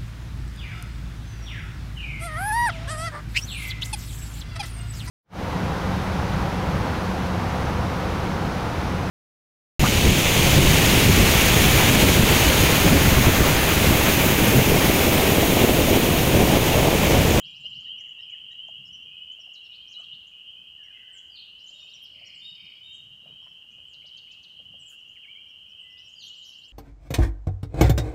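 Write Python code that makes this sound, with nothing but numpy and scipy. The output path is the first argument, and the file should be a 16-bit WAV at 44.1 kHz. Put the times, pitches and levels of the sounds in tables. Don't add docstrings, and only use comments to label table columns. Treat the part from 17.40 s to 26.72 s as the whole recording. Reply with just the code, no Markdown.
import sys
import numpy as np
from scipy import signal
from scipy.fft import rfft, irfft, next_fast_len
from scipy.io import wavfile
from scipy.ndimage import uniform_filter1d, map_coordinates

SR = 44100
rng = np.random.default_rng(int(sys.argv[2]) if len(sys.argv) > 2 else 0)


def transcribe(signal):
    frames = np.atleast_2d(signal).T
    limited = np.clip(frames, -1, 1)
    pcm = np.round(limited * 32767).astype(np.int16)
    wavfile.write(sys.argv[1], SR, pcm)


N = 411012
HUSK, HUSK_RATE = .04, 700
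HARSH_WAVER = .08


def amp(db):
    return 10 ** (np.asarray(db) / 20)


def unit(x):
    return x / np.sqrt(np.mean(x ** 2) + 1e-20)


def along(points, hz):
    frequencies, values = np.transpose(points)
    return np.interp(np.log(hz + 1), np.log(frequencies + 1), values)


def filtered(x, response):
    size = next_fast_len(len(x) + 8192)
    return irfft(rfft(x, size) * response(np.fft.rfftfreq(size, 1 / SR)), size)[:len(x)]


def noise(spectrum):
    return unit(filtered(rng.standard_normal(N), lambda hz: amp(along(spectrum, hz))))


def puff(t, centre_hz, octaves):
    band = lambda hz: np.exp(-.5 * (np.log2((hz + 1) / centre_hz) / octaves) ** 2)
    return unit(filtered(rng.standard_normal(SR // 2), band))[:len(t)]


def add(track, s, sound):
    start = round(s * SR)
    part = sound[max(-start, 0):max(N - start, 0)]
    track[max(start, 0):][:len(part)] += part


def glide(length, start_hz, middle_hz, end_hz, edge=0.42, waver=0.0, waver_rate=250):
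    u = np.linspace(0, 1, max(round(length * SR), 2))
    hz = start_hz * (1 - u) * (1 - 2 * u) + middle_hz * 4 * u * (1 - u) + end_hz * u * (2 * u - 1)
    if waver:
        knots = rng.standard_normal(128)
        hz = hz * (1 + waver * np.interp(u * length * waver_rate, np.arange(len(knots)), knots))
    ramp = np.clip(2 * np.minimum(u, 1 - u) / edge, 0, 1)
    cycles = np.cumsum(hz) / SR + rng.random()
    return np.sin(np.pi / 2 * ramp) ** 2 * np.sin(2 * np.pi * cycles)


def foliage(sound, depth, t60=0.078, build=0.003, uneven_db=9):
    t = np.arange(SR // 6) / SR
    fine, strength = rng.standard_normal((2, len(t)))
    paths = fine * amp(uneven_db * strength - 60 * t / t60) * (1 - np.exp(-t / build))
    scattered = signal.fftconvolve(sound, paths)
    scattered *= np.linalg.norm(sound) / np.linalg.norm(scattered)
    return np.sqrt(1 - depth) * np.pad(sound, (0, len(t) - 1)) + np.sqrt(depth) * scattered


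def trees(x, early_db=5, early_t60=0.4, build=0.038):
    # (frequency [Hz], reverberation time [s])
    wood_t60 = [(500, 0.2), (2500, 1), (4500, 0.7), (8000, 0.19), (13000, 0.27)]
    out, hop = np.zeros(N), SR // 3
    hz, t, spectra = signal.stft(rng.standard_normal((N // hop + 1, SR * 3 // 4)), SR, nperseg=256)
    decay = amp(-60 * t / along(wood_t60, hz)[:, None]) + amp(early_db - 60 * t / early_t60)
    tails = signal.istft(spectra * decay * (1 - np.exp(-t / build)), SR, nperseg=256)[1]
    crossfade = np.cos(np.pi / 2 * np.arange(-hop, hop) / hop) ** 2
    for start, tail in zip(range(0, N, hop), tails):
        piece = np.pad(x, (hop, 2 * hop))[start:start + 2 * hop] * crossfade
        add(out, (start - hop) / SR, signal.fftconvolve(piece, tail / np.linalg.norm(tail)))
    return out


def air(rumble_db=-74.5, deep_db=-75, hiss_db=-70, lumps_db=1.9, lumps_per_s=14):
    # (frequency [Hz], relative density [dB])
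    rumble_spectrum = [(40, -23.5), (85, 0), (140, 0.5), (200, -1.5), (300, -10.5), (600, -55), (1500, -58)]
    # (frequency [Hz], relative density [dB])
    deep_spectrum = [(20, -39), (30, -24), (40, -7.5), (55, 0), (85, 1), (150, -11.5), (400, -46.5)]
    # (frequency [Hz], relative density [dB])
    hiss_spectrum = [(100, -3), (300, 1.5), (580, -1), (850, -3.5), (1500, -4), (2300, -6.5), (3800, -6.5),
                     (6500, -10.5), (8500, -13.5), (10400, -17.5), (11500, -15.5), (15800, -19.5)]
    # (peak time [s], half width [s], rise [dB])
    swells = [(.28, 0.41, 12), (1.5, 0.4, 7.5), (2.7, 0.13, 3.5), (3.2, 0.084, 5.5), (5.05, 0.81, 4.5),
              (5.87, 0.28, 5), (6.5, 0.73, 3.5), (7.282, 0.17, 9)]
    t = np.arange(N) / SR
    knots = rng.standard_normal(int(t[-1] * lumps_per_s) + 4)
    lumps = amp(lumps_db * map_coordinates(knots, [t * lumps_per_s]))
    swell_db = sum(db * np.exp(-((t - s) / width) ** 2) for s, width, db in swells)
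    rumble = amp(rumble_db + swell_db) * noise(rumble_spectrum) + amp(deep_db) * noise(deep_spectrum)
    return unit(lumps) * rumble + amp(hiss_db) * noise(hiss_spectrum)


def bumps(length=.06, centre_hz=145, octaves=0.32):
    # (time [s], level [dB])
    touches = [(0.069, -60), (.2, -60), (0.289, -62), (0.372, -57), (1.408, -57), (1.5, -65), (2.752, -66),
               (4.97, -71.5), (5.129, -63), (5.248, -64), (5.729, -58), (5.934, -61.5), (7.221, -67),
               (7.299, -61.5)]
    out, t = np.zeros(N), np.arange(round(length * SR)) / SR
    pulse = np.sin(np.pi * t / length)
    for s, db in touches:
        add(out, s - length / 2, amp(db) * unit(puff(t, centre_hz, octaves)) * pulse)
    return out


def crackle(centre_hz=800, pitch_spread_db=4, size_db=5.5, t60=.025, attack=0.0022, ticks_per_s=28):
    # (start [s], end [s], median level [dB])
    spells = [(.2, 1.399, -63.5), (1.904, 2.702, -72), (4.196, 4.904, -67), (5.8, 7.402, -68.5)]
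    out, t = np.zeros(N), np.arange(SR // 20) / SR
    for start, end, db in spells:
        count = round(ticks_per_s * (end - start))
        times = rng.uniform(start, end, size=128)
        for s, (pitch, size) in zip(times[:count], rng.standard_normal((128, 2))):
            tick = np.sin(2 * np.pi * centre_hz * amp(pitch_spread_db * pitch) * t)
            envelope = amp(db + size_db * size - 60 * t / t60) * (1 - np.exp(-t / attack))
            add(out, s, envelope * tick)
    return out


def knocks_and_rustles(t60=0.065, attack=0.0033, scuff_db=-17, rustle_db=2):
    # (time [s], relative level [dB], pitch [Hz])
    knocks = [(.035, -63, 446), (0.243, -45.5, 561), (.595, -59, 624), (0.776, -55, 864), (1.284, -44, 710),
              (1.652, -52.5, 465), (1.988, -56, 670), (2.069, -49, 643), (2.596, -51, 690),
              (4.306, -54, 573), (4.813, -49, 640), (5.832, -58.5, 515), (5.857, -47.5, 634),
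              (5.88, -56, 564), (5.897, -48, 450), (6.023, -53, 965), (6.062, -50, 985), (6.064, -51, 530),
              (6.379, -49.5, 557), (6.642, -54.5, 600), (7.197, -46.5, 590), (7.338, -47.5, 610)]
    # (time [s], length [s], centre [Hz], width [octaves], relative level [dB])
    rustles = [(2.566, 0.092, 1270, 0.14, -68), (4.22, 0.45, 584, 0.11, -79.5),
               (4.618, 0.037, 12000, .2, -67), (4.668, 0.28, 585, 0.25, -73.5),
               (5.806, 0.17, 700, 1, -74.5), (6.057, 0.037, 1730, 0.39, -69), (7.475, 0.092, 8800, .8, -67),
               (7.509, 0.051, 1500, 0.19, -68.5)]
    out, t = np.zeros(N), np.arange(SR // 2) / SR
    for s, db, hz in knocks:
        body = 0.28 * np.sin(2 * np.pi * hz * t) + 0.53 * puff(t, hz, octaves=0.24)
        scuff = amp(scuff_db) * puff(t, 1.07 * hz, octaves=0.93)
        envelope = amp(db - 60 * t / t60) * (1 - np.exp(-t / attack))
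        add(out, s, envelope * (body + scuff))
    for s, length, hz, octaves, db in rustles:
        swell = np.sin(np.pi * np.minimum(t / length, 1))
        add(out, s, amp(db + rustle_db) * swell * puff(t, hz, octaves))
    return out


def chirps(calls, length, start, end, depth):
    return [(s, length, start * hz, hz, end * hz, db, depth) for s, hz, db in calls]


def phrases(calls, motif, depth):
    return [(s + delay, *shape, db + stress_db, depth)
            for s, db in calls for delay, *shape, stress_db in motif]


def syllables():
    # (time [s], pitch [Hz], level [dB])
    arches = [(.576, 5820, -60.5), (.802, 5300, -61), (1.448, 5420, -57.5), (1.524, 5930, -56),
              (1.994, 5670, -56.5), (2.237, 5530, -60), (3.43, 5730, -67), (4.532, 5770, -54),
              (4.853, 5650, -53), (6.02, 5500, -70), (6.075, 5560, -68.5), (7.39, 5870, -69),
              (7.58, 5940, -69), (8.08, 5620, -67.5), (8.285, 5600, -65.5), (8.499, 5520, -63),
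              (8.642, 5610, -57.5), (8.718, 6860, -62.5), (8.966, 7560, -60.5)]
    # (time [s], pitch [Hz], level [dB])
    high_slurs = [(3.72, 7450, -57.5), (4.943, 7180, -66), (6.47, 7230, -69), (7.385, 7560, -60),
                  (7.452, 7190, -54.5), (8.39, 8100, -70.5)]
    # (time [s], pitch [Hz], level [dB])
    rises = [(2.472, 5890, -58.5), (4.179, 5330, -65), (4.26, 6760, -54.5), (4.553, 2390, -61),
             (5.52, 7380, -62), (5.542, 6800, -63), (6.3, 6470, -67.5), (8.56, 3630, -59.5),
             (8.57, 5270, -57), (8.857, 6640, -53)]
    # (time [s], pitch [Hz], level [dB])
    falls = [(2.582, 6780, -65), (2.625, 4960, -73), (4.513, 3520, -51), (4.63, 4870, -56.5),
             (8.595, 4620, -69), (8.668, 6700, -63.5)]
    # (time [s], pitch [Hz], level [dB])
    low_falls = [(.567, 2310, -60), (.632, 2170, -64.5), (.897, 2210, -58.5)]
    # (delay [s], length [s], start [Hz], middle [Hz], end [Hz], stress [dB])
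    chatter = [(0, 0.023, 7380, 5580, 3930, -4.5), (0.02, 0.031, 4430, 3820, 4480, 2),
               (0.116, .021, 4700, 3950, 3200, -5)]
    chip_link = [(0, 0.045, 1837, 2930, 3880, 1), (0.036, 0.022, 3330, 4800, 6550, -0.5),
                 (.054, .026, 5620, 4370, 3500, 1)]
    long_slur = [(0, 0.11, 7240, 5950, 5280, 0.5), (.035, 0.066, 12750, 11430, 11300, -11.5)]
    warble = [(0, 0.083, 1830, 1720, 1650, -1), (.053, 0.11, 2280, 1860, 1480, -2),
              (0.15, 0.1494, 2150, 1995, 1974, 3), (.3, 0.091, 1680, 1907, 2480, -3)]
    lilt = [(0, 0.035, 2980, 2370, 1660, -5), (.075, 0.037, 2920, 2570, 2030, 2.5),
            (.103, 0.037, 1530, 1850, 2240, -15), (.13, .052, 2130, 2340, 2380, 3.5),
            (.205, 0.0554, 2070, 2320, 2400, -1)]
    # (time [s], level [dB])
    chatter_calls = [(2.133, -51.5), (2.515, -50)]
    chip_link_calls = [(6.616, -55.5), (6.87, -58.5)]
    long_slur_calls = [(8.778, -57), (9.01, -56)]
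    warble_calls = [(3.372, -61)]
    lilt_calls = [(7.744, -51)]
    return (chirps(arches, length=.036, start=0.94, end=0.85, depth=0.39)
            + chirps(high_slurs, length=0.061, start=1.14, end=0.93, depth=0.535)
            + chirps(rises, length=0.032, start=.86, end=1.13, depth=0.83)
            + chirps(falls, length=0.04, start=1.18, end=0.7, depth=0.86)
            + chirps(low_falls, length=0.06, start=1.1, end=0.71, depth=.45)
            + phrases(chatter_calls, chatter, depth=0.44)
            + phrases(chip_link_calls, chip_link, depth=0.39)
            + phrases(long_slur_calls, long_slur, depth=0.72)
            + phrases(warble_calls, warble, depth=0.8)
            + phrases(lilt_calls, lilt, depth=.18))


def songbirds(tsip_db=3, echo_db=-5):
    # (time [s], relative level [dB])
    tsips = [(.399, -64.5), (0.601, -61), (.683, -66), (0.898, -65.5), (1.114, -68.5), (1.276, -69),
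             (1.47, -68), (1.916, -66), (2.869, -65.5), (3.778, -59), (4.862, -63), (6.911, -64),
             (7.683, -67.5)]
    near, far = np.zeros(N), np.zeros(N)
    for s, *shape, db, depth in syllables():
        note = amp(db) * glide(*shape, edge=0.4, waver=HUSK * depth, waver_rate=HUSK_RATE)
        add(near, s, foliage(note, depth))
        add(far, s, (0.3 + depth) * note)
    for s, db in tsips:
        note = amp(db + tsip_db) * glide(0.014, 5500, 6800, 7200, edge=0.22)
        add(near, s, foliage(note, depth=0.39))
        add(far, s, note)
    return near + amp(echo_db) * trees(far)


def rasps(start=0.95, end=1.22, echo_db=-6):
    # (time [s], length [s], pitch [Hz], level [dB])
    notes = [(2.314, 0.056, 3960, -52.5), (2.41, 0.037, 3780, -66), (2.714, .045, 3600, -51),
             (2.804, 0.038, 3700, -68), (6.714, 0.048, 3500, -61), (6.98, 0.033, 3320, -61)]
    song = np.zeros(N)
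    for s, length, hz, db in notes:
        note = glide(length, start * hz, hz, end * hz, waver=HARSH_WAVER, waver_rate=2 * HUSK_RATE)
        add(song, s, amp(db) * foliage(note, depth=.35))
    return song + amp(echo_db) * trees(song)


def chips(echo_db=-6):
    # (delay [s], length [s], start [Hz], middle [Hz], end [Hz], stress [dB])
    motif = [(0, .013, 7030, 5900, 4660, -7), (.006, 0.0182, 4780, 4146, 3720, 2.5)]
    # (time [s], level [dB])
    calls = [(6.529, -53.5), (6.768, -50.5), (7.028, -52.5)]
    song = np.zeros(N)
    for s, *shape, db, depth in phrases(calls, motif, depth=.38):
        note = glide(*shape, waver=HARSH_WAVER, waver_rate=2 * HUSK_RATE)
        add(song, s, amp(db) * foliage(note, depth))
    return song + amp(echo_db) * trees(song)


def plunges(echo_db=3):
    # (delay [s], length [s], start [Hz], middle [Hz], end [Hz], stress [dB])
    motif = [(0, 0.062, 4930, 4690, 4340, -9), (0.051, .042, 4600, 3708, 2460, 1)]
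    # (time [s], level [dB])
    calls = [(3.898, -49), (8.751, -47.5)]
    song = np.zeros(N)
    for s, *shape, db, depth in phrases(calls, motif, depth=.3):
        add(song, s, amp(db) * foliage(glide(*shape, edge=0.26), depth))
    return song + amp(echo_db) * trees(song, early_db=8, early_t60=0.29, build=0.025)


def pulse_train(first, last, period, length, start_hz, middle_hz, end_hz, db, depth, ends_db):
    song = np.zeros(N)
    repeats = round((last - first) / period) + 1
    for k, place in enumerate(np.linspace(-1, 1, repeats)):
        note = glide(length, start_hz, middle_hz, end_hz, waver=HUSK * depth, waver_rate=HUSK_RATE)
        gain = amp(db + ends_db * place ** 2 + rng.normal(0, 1))
        add(song, first + k * period, gain * foliage(note, depth))
    return song


def trills(sweep_period=.0985, hook_db=-1.5, rattle_echo_db=-5, sweep_echo_db=-3):
    # (first [s], last [s], period [s], length [s],
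    # start [Hz], middle [Hz], end [Hz], level [dB])
    rattle_runs = [(4.741, 5.347, .0505, .011, 4200, 4700, 5450, -56),
                   (4.743, 5.349, .0505, .013, 5400, 4800, 4150, -56),
                   (4.738, 4.955, .0195, .0146, 2600, 2450, 1890, -50.5),
                   (5.16, 5.33, .018, 0.0162, 2600, 2480, 2080, -50),
                   (3.5, 3.86, .06, 0.029, 1700, 1550, 1550, -65)]
    # (first [s], last [s], hook delay [s], level [dB])
    sweep_runs = [(0.025, .33, -0.022, -58), (4.172, 4.47, 0.065, -57.5), (8.915, 9.217, 0.069, -55)]
    # (length [s], start [Hz], middle [Hz], end [Hz])
    upsweep, hook = (.05, 3680, 4550, 6480), (0.0079, 7530, 7110, 7200)
    rattles = sum(pulse_train(*run, depth=.6, ends_db=-6.5) for run in rattle_runs)
    sweeps = np.zeros(N)
    for first, last, hook_delay, run_db in sweep_runs:
        for delay, shape, db in [(0, upsweep, run_db), (hook_delay, hook, run_db + hook_db)]:
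            sweeps += pulse_train(first + delay, last + delay, sweep_period, *shape, db,
                                  depth=.8, ends_db=-1)
    return rattles + sweeps + trees(amp(rattle_echo_db) * rattles + amp(sweep_echo_db) * sweeps)


def whistles(waver=0.021, pip_depth=.2):
    # (time [s], length [s], start [Hz], middle [Hz], end [Hz], level [dB], depth [0-1])
    long_tones = [(4.33, .13, 3730, 3690, 3640, -57, .4), (4.68, .33, 4400, 4310, 4290, -67.5, .5),
                  (5.008, .11, 3500, 3700, 3700, -46.5, .3), (5.11, .075, 3720, 3680, 3620, -54, .5),
                  (5.425, .11, 3670, 3690, 3730, -49, .4), (5.8, .11, 3870, 3850, 3780, -70, .8),
                  (8.41, 0.23, 2015, 2005, 2008, -64, .02)]
    # (time [s], level [dB])
    pips = [(0.459, -62.5), (0.785, -61), (1.106, -58.5)]
    # (length [s], start [Hz], middle [Hz], end [Hz])
    pip_shape = (.031, 1875, 1888, 2000)
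    long_harmonics = [3.5, -27.5, -30]
    pip_harmonics = [-0.5, 2, -17.5]
    tones = [(*row, long_harmonics) for row in long_tones]
    tones += [(s, *pip_shape, db, pip_depth, pip_harmonics) for s, db in pips]
    near, far = np.zeros(N), np.zeros(N)
    for s, length, *pitches, db, depth, harmonics in tones:
        for k, harmonic_db in enumerate(harmonics, 1):
            tone = glide(length, *(k * hz for hz in pitches), edge=0.45,
                         waver=waver * depth, waver_rate=450)
            partial = amp(db + harmonic_db) * foliage(tone, depth)
            add(near, s, partial)
            add(far, s, (0.09 + depth) * partial)
    return near + trees(far)


def low_frogs(length=.14, rise_hz=230, echo_db=-3):
    # (time [s], pitch [Hz], level [dB])
    peeps = [(0.064, 2580, -55), (.84, 2576, -55), (1.65, 2550, -52), (2.279, 2530, -60),
             (2.432, 2560, -57), (2.89, 2550, -61.5), (3.14, 2590, -60.5), (3.48, 2565, -55.5),
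             (3.919, 2566, -61.5), (4.399, 2624, -58), (5.84, 2546, -62), (6.291, 2600, -62.5),
             (6.841, 2594, -58), (7.4, 2620, -64), (8.241, 2590, -61), (8.539, 2610, -58.5),
             (8.861, 2635, -65)]
    calls = np.zeros(N)
    for s, hz, db in peeps:
        peep = glide(length, hz - rise_hz / 2, hz, hz + rise_hz / 2, waver=.018)
        add(calls, s, amp(db) * foliage(peep, depth=0.75))
    return calls + amp(echo_db) * trees(calls)


def near_frogs(rise_hz_per_s=2500, echo_db=-8):
    # (time [s], length [s], pitch [Hz], level [dB])
    peeps_and_flares = [(0.0, .1, 3238, -43), (.205, 0.13, 2870, -38), (0.237, 0.059, 3068, -34),
                        (0.249, 0.036, 2883, -34.5), (0.301, .085, 3040, -47.5), (.335, .09, 2850, -42),
                        (.43, 0.1, 2966, -38.5), (0.458, .11, 3134, -39), (0.506, .07, 2877, -41.5),
                        (.55, 0.077, 3077, -43.5), (0.613, .11, 2930, -40.5), (.735, 0.15, 2790, -43),
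                        (.8, 0.082, 3124, -46.5), (0.918, 0.031, 2924, -35), (0.931, 0.074, 3050, -47),
                        (0.995, .11, 3074, -44.5), (1.128, 0.11, 2885, -39), (1.151, 0.13, 3053, -39.5),
                        (1.286, .12, 2908, -43), (1.524, 0.027, 2940, -40), (1.525, 0.045, 3044, -44.5),
                        (1.766, 0.082, 2923, -41.5), (1.838, 0.12, 2980, -40), (2.534, 0.099, 2930, -40),
                        (2.575, 0.13, 3217, -48.5), (2.67, .11, 2897, -41), (2.69, 0.0787, 3125, -47.5),
                        (3.038, .12, 3160, -46), (3.07, 0.053, 2924, -44), (3.379, .08, 2910, -49),
                        (3.5, .09, 2827, -51), (3.526, 0.091, 3220, -59), (3.72, 0.1, 3236, -49),
                        (4.189, 0.14, 3040, -48.5), (4.31, 0.13, 3250, -58), (4.438, .11, 2760, -57),
                        (4.559, 0.13, 3156, -47), (4.921, 0.0814, 2894, -48), (5.026, .09, 2924, -49),
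                        (5.32, 0.087, 3270, -54), (5.492, 0.073, 3123, -44), (5.904, 0.025, 2937, -36.5),
                        (5.94, .11, 3162, -47.5), (6.599, 0.089, 2986, -48.5), (6.707, .11, 3120, -48.5),
                        (7.15, 0.088, 3154, -46.5), (7.29, 0.1, 3130, -46), (7.88, .11, 3153, -44),
                        (7.98, .09, 3100, -47.5), (8.358, 0.067, 3090, -46.5), (8.373, 0.053, 2920, -41.5),
                        (8.8, 0.099, 3194, -47), (8.879, .08, 2930, -44), (8.977, 0.1, 3100, -46)]
    calls = np.zeros(N)
    for s, length, hz, db in peeps_and_flares:
        rise_hz = rise_hz_per_s * length
        tone = glide(length, hz - rise_hz / 2, hz + 12, hz + rise_hz / 2, edge=0.73)
        depth = np.interp(db, [-53, -38], [.38, .22])
        add(calls, s, amp(db) * foliage(tone, depth))
    return calls + amp(echo_db) * trees(calls)


def chorus(count=25, centre_hz=2965, spread_hz=160, rise_hz=280, length=.115, period=.7):
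    # (frequency [Hz], relative density [dB])
    far_spectrum = [(1900, -50), (2350, -31), (2550, -24), (2700, -9.5), (2850, -9), (3130, -7),
                    (3240, -2.5), (3340, -13.5), (3480, -58)]
    # (time [s], dip [dB])
    lulls = [(.19, 3), (.75, 1), (1.48, 2), (2.45, 1), (2.87, 2.5), (5.8, 1.5), (6.27, 2), (7.05, 3),
             (8.68, 2), (9.29, 2.5)]
    level_db, far_db, echo_db, lull_half_width_s = -43, -10, -2, 0.073
    turn_start_s, turn_end_s, turn_loss_db = 0.63, 3.96, 5
    calls, t = np.zeros(N), np.arange(N) / SR
    for hz in centre_hz + spread_hz * np.linspace(-1, 1, count):
        own_period = period * amp(rng.normal(0, 1))
        first = -own_period * rng.random()
        for k, (late, loud, sharp) in enumerate(rng.standard_normal((24, 3))):
            pitch = hz + 25 * sharp
            peep = glide(length, pitch - rise_hz / 2, pitch + 15, pitch + rise_hz / 2)
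            add(calls, first + k * own_period + .04 * late, amp(1.5 * loud) * peep)
    crowd = unit(calls + amp(echo_db) * trees(calls)) + amp(far_db) * noise(far_spectrum)
    power = np.abs(uniform_filter1d(crowd ** 2, size=4400))
    crowd /= np.sqrt(power + 1e-6)
    lull_db = sum(db * np.exp(-((t - s) / lull_half_width_s) ** 2) for s, db in lulls)
    turned = np.clip((t - turn_start_s) / (turn_end_s - turn_start_s), 0, 1)
    return amp(level_db - turn_loss_db * turned - lull_db) * crowd


def scene():
    frogs = chorus() + near_frogs() + low_frogs()
    birds = songbirds() + rasps() + chips() + plunges() + trills() + whistles()
    return (frogs + birds + knocks_and_rustles() + crackle() + bumps() + air())[None]


def record(dry):
    top_hz = 15780
    return np.array([filtered(channel, lambda hz: hz < top_hz) for channel in dry])


dry = scene()
out = record(dry)
transcribe(out)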